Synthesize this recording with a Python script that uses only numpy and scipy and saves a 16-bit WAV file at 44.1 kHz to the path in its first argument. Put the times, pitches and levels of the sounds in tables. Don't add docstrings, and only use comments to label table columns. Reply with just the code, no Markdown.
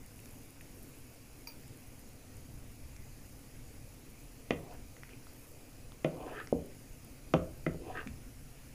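import sys
import numpy as np
from scipy import signal
from scipy.fft import rfft, irfft
from scipy.io import wavfile
from scipy.ndimage import uniform_filter1d, map_coordinates

SR = 44100
rng = np.random.default_rng(int(sys.argv[2]) if len(sys.argv) > 2 else 0)


def invert_db(level):
    return 10 ** (np.asarray(level, dtype=float) / 20)


def waveform_to_disk(signal):
    frames = np.transpose(np.atleast_2d(signal))
    scaled = np.clip(frames, -1, 1) * 32767
    samples = np.round(scaled).astype(np.int16)
    wavfile.write(sys.argv[1], SR, samples)


N = 385424
TOP_HZ = 15510


def unit(x):
    return x / np.sqrt(np.mean(x ** 2) + 1e-20)


def along(points, hz):
    f, v = np.transpose(points)
    return np.interp(np.log(hz + 1), np.log(f + 1), v)


def wobble(rate):
    return map_coordinates(rng.standard_normal(int(N * rate / SR) + 4), [np.arange(N) * rate / SR])


def rush(gain_db, patchy_db):
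    hz, _, z = signal.stft(rng.standard_normal(N + 4096), SR, nperseg=1024)
    patches = uniform_filter1d(rng.standard_normal(z.shape), 8, 0)
    patches = uniform_filter1d(patches, 6, 1)
    x = signal.istft(z * invert_db(patchy_db * unit(patches)), SR, nperseg=1024)[1]
    colour = invert_db(gain_db(np.fft.rfftfreq(len(x), 1 / SR)))
    return unit(irfft(rfft(x) * colour, len(x))[:N])


def rings(s, db, hz, t60, rise, length):
    t = np.arange(int(length * SR)) / SR
    decay = invert_db(db[:, None] - 60 * t / np.abs(t60)[:, None])
    wave = decay * np.sin(2 * np.pi * hz[:, None] * t) * (1 - np.exp(-t / rise))
    at = np.round(s * SR).astype(int)[:, None] + np.arange(len(t))
    return np.bincount(at.ravel(), wave.ravel(), N + SR)[:N]


def struck(s, db, modes, rise, scatter_db=1):
    hz, level, t60 = np.transpose(modes)
    level = db + level + scatter_db * rng.standard_normal(len(hz))
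    return rings(np.full(len(hz), s), level, hz, t60, rise, .5)


# frequency in Hz, level in dB per Hz.
RUMBLE_COLOUR = [(8.8, -1), (15, -2.5), (32, -0.5), (58, -8), (86, -6.5), (135, -5), (172, -17.5),
                 (262, -9.5), (371, -20), (392, -20), (489, -18), (516, -20.5), (598, -23), (1040, -35),
                 (1200, -33.5), (1560, -56), (2640, -120)]
# time in seconds, level in dB.
HEAVE = [(0, -58), (1.0, -61.5), (2.2, -56.5), (3.4, -56.5), (4.7, -57), (7.2, -58), (7.5, -52),
         (7.9, -54.5), (8.74, -56)]


def rumble():
    split_hz = 140
    s, heave_db = np.transpose(HEAVE)
    swell_db = .6 * wobble(8) + .8 * wobble(2)

    def loss_db(ratio):
        return 10 * np.log10(1 + ratio ** 4)

    heave = rush(lambda f: along(RUMBLE_COLOUR, f) - loss_db(f / split_hz), patchy_db=1.3)
    heave *= invert_db(np.interp(np.arange(N) / SR, s, heave_db) + 4.0 + swell_db)
    hum = rush(lambda f: along(RUMBLE_COLOUR, f) - loss_db(split_hz / (f + 1)), patchy_db=1.65)
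    return heave + invert_db(-57.5 + 0.57 * wobble(1.364)) * hum


# frequency in Hz, level in dB per Hz.
FLAME_COLOUR = [(410, -27), (700, -2.5), (1040, -7), (1550, -5.5), (1630, -7.5), (2480, -4.5), (3440, -12),
                (4890, -8), (8450, -9), (11100, -9.5), (15800, -17)]
# centre in Hz, width in Hz, boost in dB.
PORTS = [(2400, 2160, 3.5), (4990, 940, 2.5), (6810, 520, 5.5), (10600, 1360, 4.5), (15000, 800, 9)]


def flame():
    def colour_db(f):
        ports_db = sum(db / (1 + ((f - c) / w * 2) ** 2) for c, w, db in PORTS)
        return along(FLAME_COLOUR, f) + ports_db

    return invert_db(-61.5) * rush(colour_db, patchy_db=1.53)


# frequency in Hz, level in dB rms.
WHISTLES = [(5351, -87), (5986, -83.5), (6627, -88), (10853, -91), (13819, -95)]


def whistles():
    out = np.zeros(N)
    for hz, db in WHISTLES:
        level = invert_db(db + 5.0 + 2 * wobble(2.53))
        phase = 2 * np.pi * np.cumsum(hz + 3.7 * wobble(4)) / SR
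        out += level * np.sin(phase)
    return out


# frequency in Hz, level in dB per Hz.
FOAM_COLOUR = [(5000, -33), (8000, -2), (11000, 6), (14000, 2.5), (16000, -28)]
# time in seconds, peak level in dB, pitch in Hz.
LARGE_POPS = [(0.0618, -47, 11500), (0.2007, -49, 10500), (.2573, -50, 10600), (.3102, -48, 10500),
              (.3855, -49, 14000), (.4334, -52, 14000), (.5053, -49, 12000), (.6135, -47, 13500),
              (.7612, -53, 14000), (.826, -49, 12000), (.8325, -47, 14000), (.9872, -51, 12500),
              (1.6107, -52, 14000), (1.679, -49, 10500), (1.773, -49, 10500), (1.8078, -50, 14000),
              (1.8736, -47, 14000), (1.9929, -49, 13500), (2.09, -50, 13000), (2.368, -48, 9500),
              (2.6808, -55, 13000), (2.9643, -51, 7500), (4.7379, -50, 14000), (6.6598, -50, 12000),
              (7.047, -46, 11900)]


def foam():
    t = np.arange(N) / SR
    settle_s, small_count = 1.6, 36
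    clumps = invert_db(3.2 * wobble(400) + wobble(30))
    fizz_db = -71 + 5 * np.exp(-t / settle_s) + 2.4 * wobble(5)
    fizz = invert_db(fizz_db) * unit(clumps * rush(lambda f: along(FOAM_COLOUR, f), patchy_db=2.5))

    small_s = settle_s * rng.exponential(size=small_count) % t[-1]
    small_db = -54.5 + 2.5 * rng.standard_normal(small_count)
    octaves = .2 * np.clip(rng.standard_normal(small_count), -2, .5)
    s, db, hz = np.transpose(LARGE_POPS)
    s, db, hz = np.r_[s, small_s], np.r_[db, small_db], np.r_[hz, 12550 * 2 ** octaves]

    pops = np.zeros(N)
    for ratio in [.7, .8, .9, 1., 1.12, 1.25]:
        lag_s = .0006 * rng.random(len(s))
        pops += rings(s + lag_s, db - 2, np.minimum(hz * ratio, TOP_HZ), 60 / hz, 1e-4, .01)
    return fizz + pops


# frequency in Hz, time to fall 60 dB in seconds.
KITCHEN_DECAY = [(80, 1), (300, 0.6), (1000, 0.3), (3000, 0.2), (10000, 0.17)]


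def kitchen(x):
    bass_hz = 310
    out, hop = np.zeros(N + SR), int(.3 * SR)
    for k in range(0, N, hop):
        hz, t, z = signal.stft(rng.standard_normal(SR // 2), SR, nperseg=512)
        z = z / (1 + (bass_hz / (hz[:, None] + 1)) ** 2)
        decay = invert_db(-60 * t / along(KITCHEN_DECAY, hz)[:, None])
        tail = signal.istft(z * decay, SR, nperseg=512)[1]
        tail = np.pad(tail / np.linalg.norm(tail), (300, 0))
        wet = signal.fftconvolve(x[k:k + hop], tail)
        out[k:][:len(wet)] += wet[:N + SR - k]
    return out[:N]


# frequency in Hz, level in dB, decay (t60) in seconds.
HOB = [(43.3, -12, 0.23), (70, 6, 0.21), (84.3, 9.5, 0.22)]
# time in seconds, level in dB, pitch factor.
THUMPS = [(2.838, -42, 0.79), (4.522, -44, 0.98), (6.549, -38.5, 0.96), (7.361, -34, .99),
          (7.701, -39.5, 0.97), (8.10, -42, 0.88)]


def hob_thumps():
    return sum(struck(s, db, np.array(HOB) * [pitch, 1, 1], rise=0.032) for s, db, pitch in THUMPS)


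# frequency in Hz, level in dB, decay (t60) in seconds.
STEEL = [(940, -2, 0.049), (1250, -10, 0.07), (2390, 5.5, 0.025), (2460, -11, 0.04), (4277, -16, 0.17),
         (4730, 3, 0.054), (4780, 1.5, .06), (5626, -3, 0.092), (5750, -7, 0.055), (6460, -5, .05),
         (9400, -7, .05), (10500, -9, 0.054), (12000, -7, 0.054), (14400, -7, .08), (14800, -2, .12),
         (15300, -7, .1)]
# time in seconds, level in dB.
CLINKS = [
    (1.472, -45.5),
    (1.49, -58),
    (1.499, -57),
    (1.519, -64),
]


def steel_clink():
    return sum(struck(s, db, STEEL, rise=0.00076, scatter_db=0.0) for s, db in CLINKS)


# time in seconds, peak level in dB, pitch in Hz, crack in dB.
TICKS = [(.192, -47.5, 2600, 3), (.258, -49, 2300, 18), (.34, -50, 900, -10), (0.61, -43, 2500, 4),
         (1.6362, -55, 747, 21), (2.964, -49, 2240, -5), (4.9667, -44, 2000, 0), (5.034, -36.5, 1930, 2),
         (5.0926, -44, 2056, 0), (5.2694, -45.5, 1310, 9), (5.9205, -46, 1240, 16), (6.1694, -41, 721, 2),
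         (6.2926, -47, 767, 0), (6.4008, -37, 1300, 8), (6.473, -39.5, 2030, 15), (7.9728, -31, 1600, -2),
         (8.013, -38, 1310, -5), (8.03, -43, 1250, -2), (8.0737, -34, 2338, 4)]


def ladle_ticks():
    s, db, hz, crack_db = np.transpose(TICKS)
    t60 = np.full(len(s), 0.0089)
    ticks = rings(s, db - 0.5, hz, t60, 0.00013, .05)
    ticks += rings(s, db - 12.0, 1.43 * hz, 0.82 * t60, 0.00025, .05)
    ticks += rings(s, db - 0.5, 0.79 * hz, 0.51 * t60, 0.000089, .05)
    return ticks + rings(s, db - 8.5 + crack_db, 2.664 * hz, 0.3 * t60, 0.0001, .05)


# time in seconds, level in dB, pitch in Hz, decay (t60) in seconds.
LONE_RINGS = [(7.6642, -30, 2015, 0.033), (7.6645, -28, 1330, 0.017), (.609, -52, 1930, 0.022),
              (5.134, -46, 2430, .03)]


def lone_rings():
    return rings(*np.transpose(LONE_RINGS), 0.00023, .08)


# centre in Hz, width in Hz, level in dB.
RUBBED = [
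    [(253, 70, -2), (312, 120, 0), (422, 104, 1), (500, 120, -2.5)],
    [(610, 157, -1), (748, 68, 4), (950, 260, -3.5)],
    [(1250, 107, 1), (1546, 230, 2), (1840, 480, -1)],
    [(2450, 380, 10), (3110, 1500, 4.5)],
]
# centre in Hz, level in dB, loss in dB per octave squared.
WAKES = [(400, -1.5, 1), (834, 0, 21.5), (1600, 1.5, 21.5), (2480, -9.5, 2.5)]
# start in seconds, length in seconds, level in dB, first and last contact in Hz.
DRAGS = [
    (4.596, 0.16, -57, 520, 1060),
    (5.093, 0.062, -55, 2950, 3130),
    (6.105, 0.3245, -48, 443, 1670),
    (7.789, 0.23, -47, 363, 1910),
]


def drags():
    lift_s, speed_up = 0.014, 1.08
    out, t, f = np.zeros(N), np.arange(N) / SR, np.fft.rfftfreq(N, 1 / SR)
    catches = invert_db(1.5 * wobble(28))
    for group, (centre_hz, wake_db, loss_db) in zip(RUBBED, WAKES):
        chatter = rng.standard_normal(N) * invert_db(3.3 * wobble(300) + .8 * wobble(70))
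        shape = np.zeros(len(f), complex)
        for j, (c, w, db) in enumerate(group):
            shape += (-1) ** j * invert_db(db) * 1j * f * w / (c * c - f * f + 1j * f * w)
        ring = unit(irfft(rfft(chatter) * shape * np.abs(shape), N))
        for s, length, db, first_hz, last_hz in DRAGS:
            climb = np.clip((t - s) / length, 0, 1) ** speed_up
            contact_hz = first_hz * (last_hz / first_hz) ** climb
            away = np.log2(contact_hz / centre_hz)
            stroke = np.clip(np.minimum(t - s, s + length - t) / lift_s + .5, 0, 1)
            out += stroke * catches * invert_db(db + wake_db - loss_db * away ** 2) * ring
    return out


# frequency in Hz, level in dB, decay (t60) in seconds.
BOTTOM = [(179.4, -9.5, 0.46), (262.4, -1.5, 0.16), (308, 2.5, 0.12), (418, 2, 0.13), (483.5, 3.5, 0.053),
          (498, -10.5, 0.072), (583, -1, .06), (606, -7, 0.035), (750, -9, 0.046)]
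# time in seconds, level in dB, upper modes in dB, pitch factor.
THUDS = [(4.5077, -33, -8, 0.8), (4.5223, -37, -11, 0.95), (6.5265, -25.5, -5.5, 0.94),
         (6.577, -45, -5, 0.76), (6.64, -46, -19, 0.9), (7.745, -43, -3, 1), (8.0640, -36.5, -19, 0.82)]


def bottom_thuds():
    out = np.zeros(N)
    for s, db, upper_db, pitch in THUDS:
        bottom = np.array(BOTTOM) * [pitch, 1, 1]
        out -= struck(s, db, bottom[:3], rise=0.0024)
        out -= struck(s, db + upper_db, bottom[3:], rise=0.00024)
    return out


# time in seconds, level in dB, sign, pitch in Hz.
PUSHES = [(4.5067, -15, 1, 480), (4.5222, -39, 1, 300), (6.5265, -11.5, -1, 490)]


def pushes():
    out = np.zeros(N)
    for s, db, sign, hz in PUSHES:
        out += np.sign(sign) * struck(s, db, [(hz, 12, 4.35 / hz)], rise=0.0041, scatter_db=4.5)
    return out


def cushioned(x):
    return signal.sosfilt(signal.butter(3, 836, fs=SR, output='sos'), x)


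# frequency in Hz, level in dB, decay (t60) in seconds.
BOOM = [(155, -2, .24), (163, -2, .24), (174, -12, .3), (197, -15, .2)]
BODY = [(255, -5, .14), (290, -11, .2), (322, 2, .09), (345, -9, .2), (375, -11, .2), (410, -10, .15)]
UPPER = [(480, -20, 0.19), (519, 6.5, 0.062), (582, 1, 0.098), (626, 4.5, 0.055)]
BOWL = [(702, 1.5, 0.04), (780, 1, 0.056), (900, 1.5, 0.04), (1014, -7, 0.05)]
LADLE = [(1120, 9, 0.013), (1240, 8.5, 0.014), (1340, -22.5, 0.02), (1456, -11.5, 0.052)]
RIM = [(1984, 10, 0.011), (2113, 7, 0.012), (2460, 7.5, 0.02), (2690, 4, 0.019), (3045, 3, 0.0199),
       (3370, 1, 0.015)]
CRACK = [(4380, 12.5, 0.0027), (5700, 14.5, 0.0017), (8500, -7, 0.0074), (12000, -17.5, .004)]
# time in seconds, level in dB, then low body, ladle and rim in dB relative to it.
KNOCKS = [
    (4.5070, -36, 1, -1, 4.5),
    (6.0454, -28, 2.5, -11.5, -10),
    (7.3377, -25, 3.5, -1, -6),
    (7.6645, -35, 7, -14, -9.5),
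]


def wall_knocks():
    out, t = np.zeros(N), np.arange(SR // 3) / SR
    wash_band = signal.butter(2, (750, 1600), 'band', fs=SR, output='sos')
    for s, db, body_db, ladle_db, rim_db in KNOCKS:
        out += struck(s + 0.0036, db + body_db + 0.5, BOOM, rise=0.01, scatter_db=5)
        out -= struck(s + 0.0016, db + body_db, BODY, rise=0.0013)
        out -= struck(s + 0.00215, db, UPPER, rise=0.0019)
        out -= struck(s, db + ladle_db, BOWL, rise=0.0016)
        out -= struck(s, db + ladle_db - .6, LADLE, rise=0.00065)
        out -= struck(s + .00005, db + rim_db, RIM, rise=0.00072, scatter_db=2.0)
        out -= struck(s + 0.0003, db + rim_db - 10.0, CRACK, rise=1e-4)
        wash = unit(signal.sosfilt(wash_band, rng.standard_normal(len(t))))
        out[round(s * SR):][:len(t)] += invert_db(db - 22.5 - 60 * t / 0.22) * wash
    return out


def scene():
    pot = rumble() + flame() + whistles() + foam()
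    touches = steel_clink() + ladle_ticks() + lone_rings()
    blows = wall_knocks() + cushioned(bottom_thuds() + pushes() + hob_thumps())
    ladle = touches + drags() + blows
    return (ladle + invert_db(-10) * kitchen(ladle) + pot)[None]


def low_pass(x):
    return signal.sosfilt(signal.butter(12, 16300, fs=SR, output="sos"), x)


def record(dry):
    kept = np.where(np.fft.rfftfreq(N, 1 / SR) < TOP_HZ, 1, invert_db(-35))
    mix = irfft(rfft(dry) * kept, N) - .0007
    return low_pass(mix)


dry = scene()
out = record(dry)
waveform_to_disk(out)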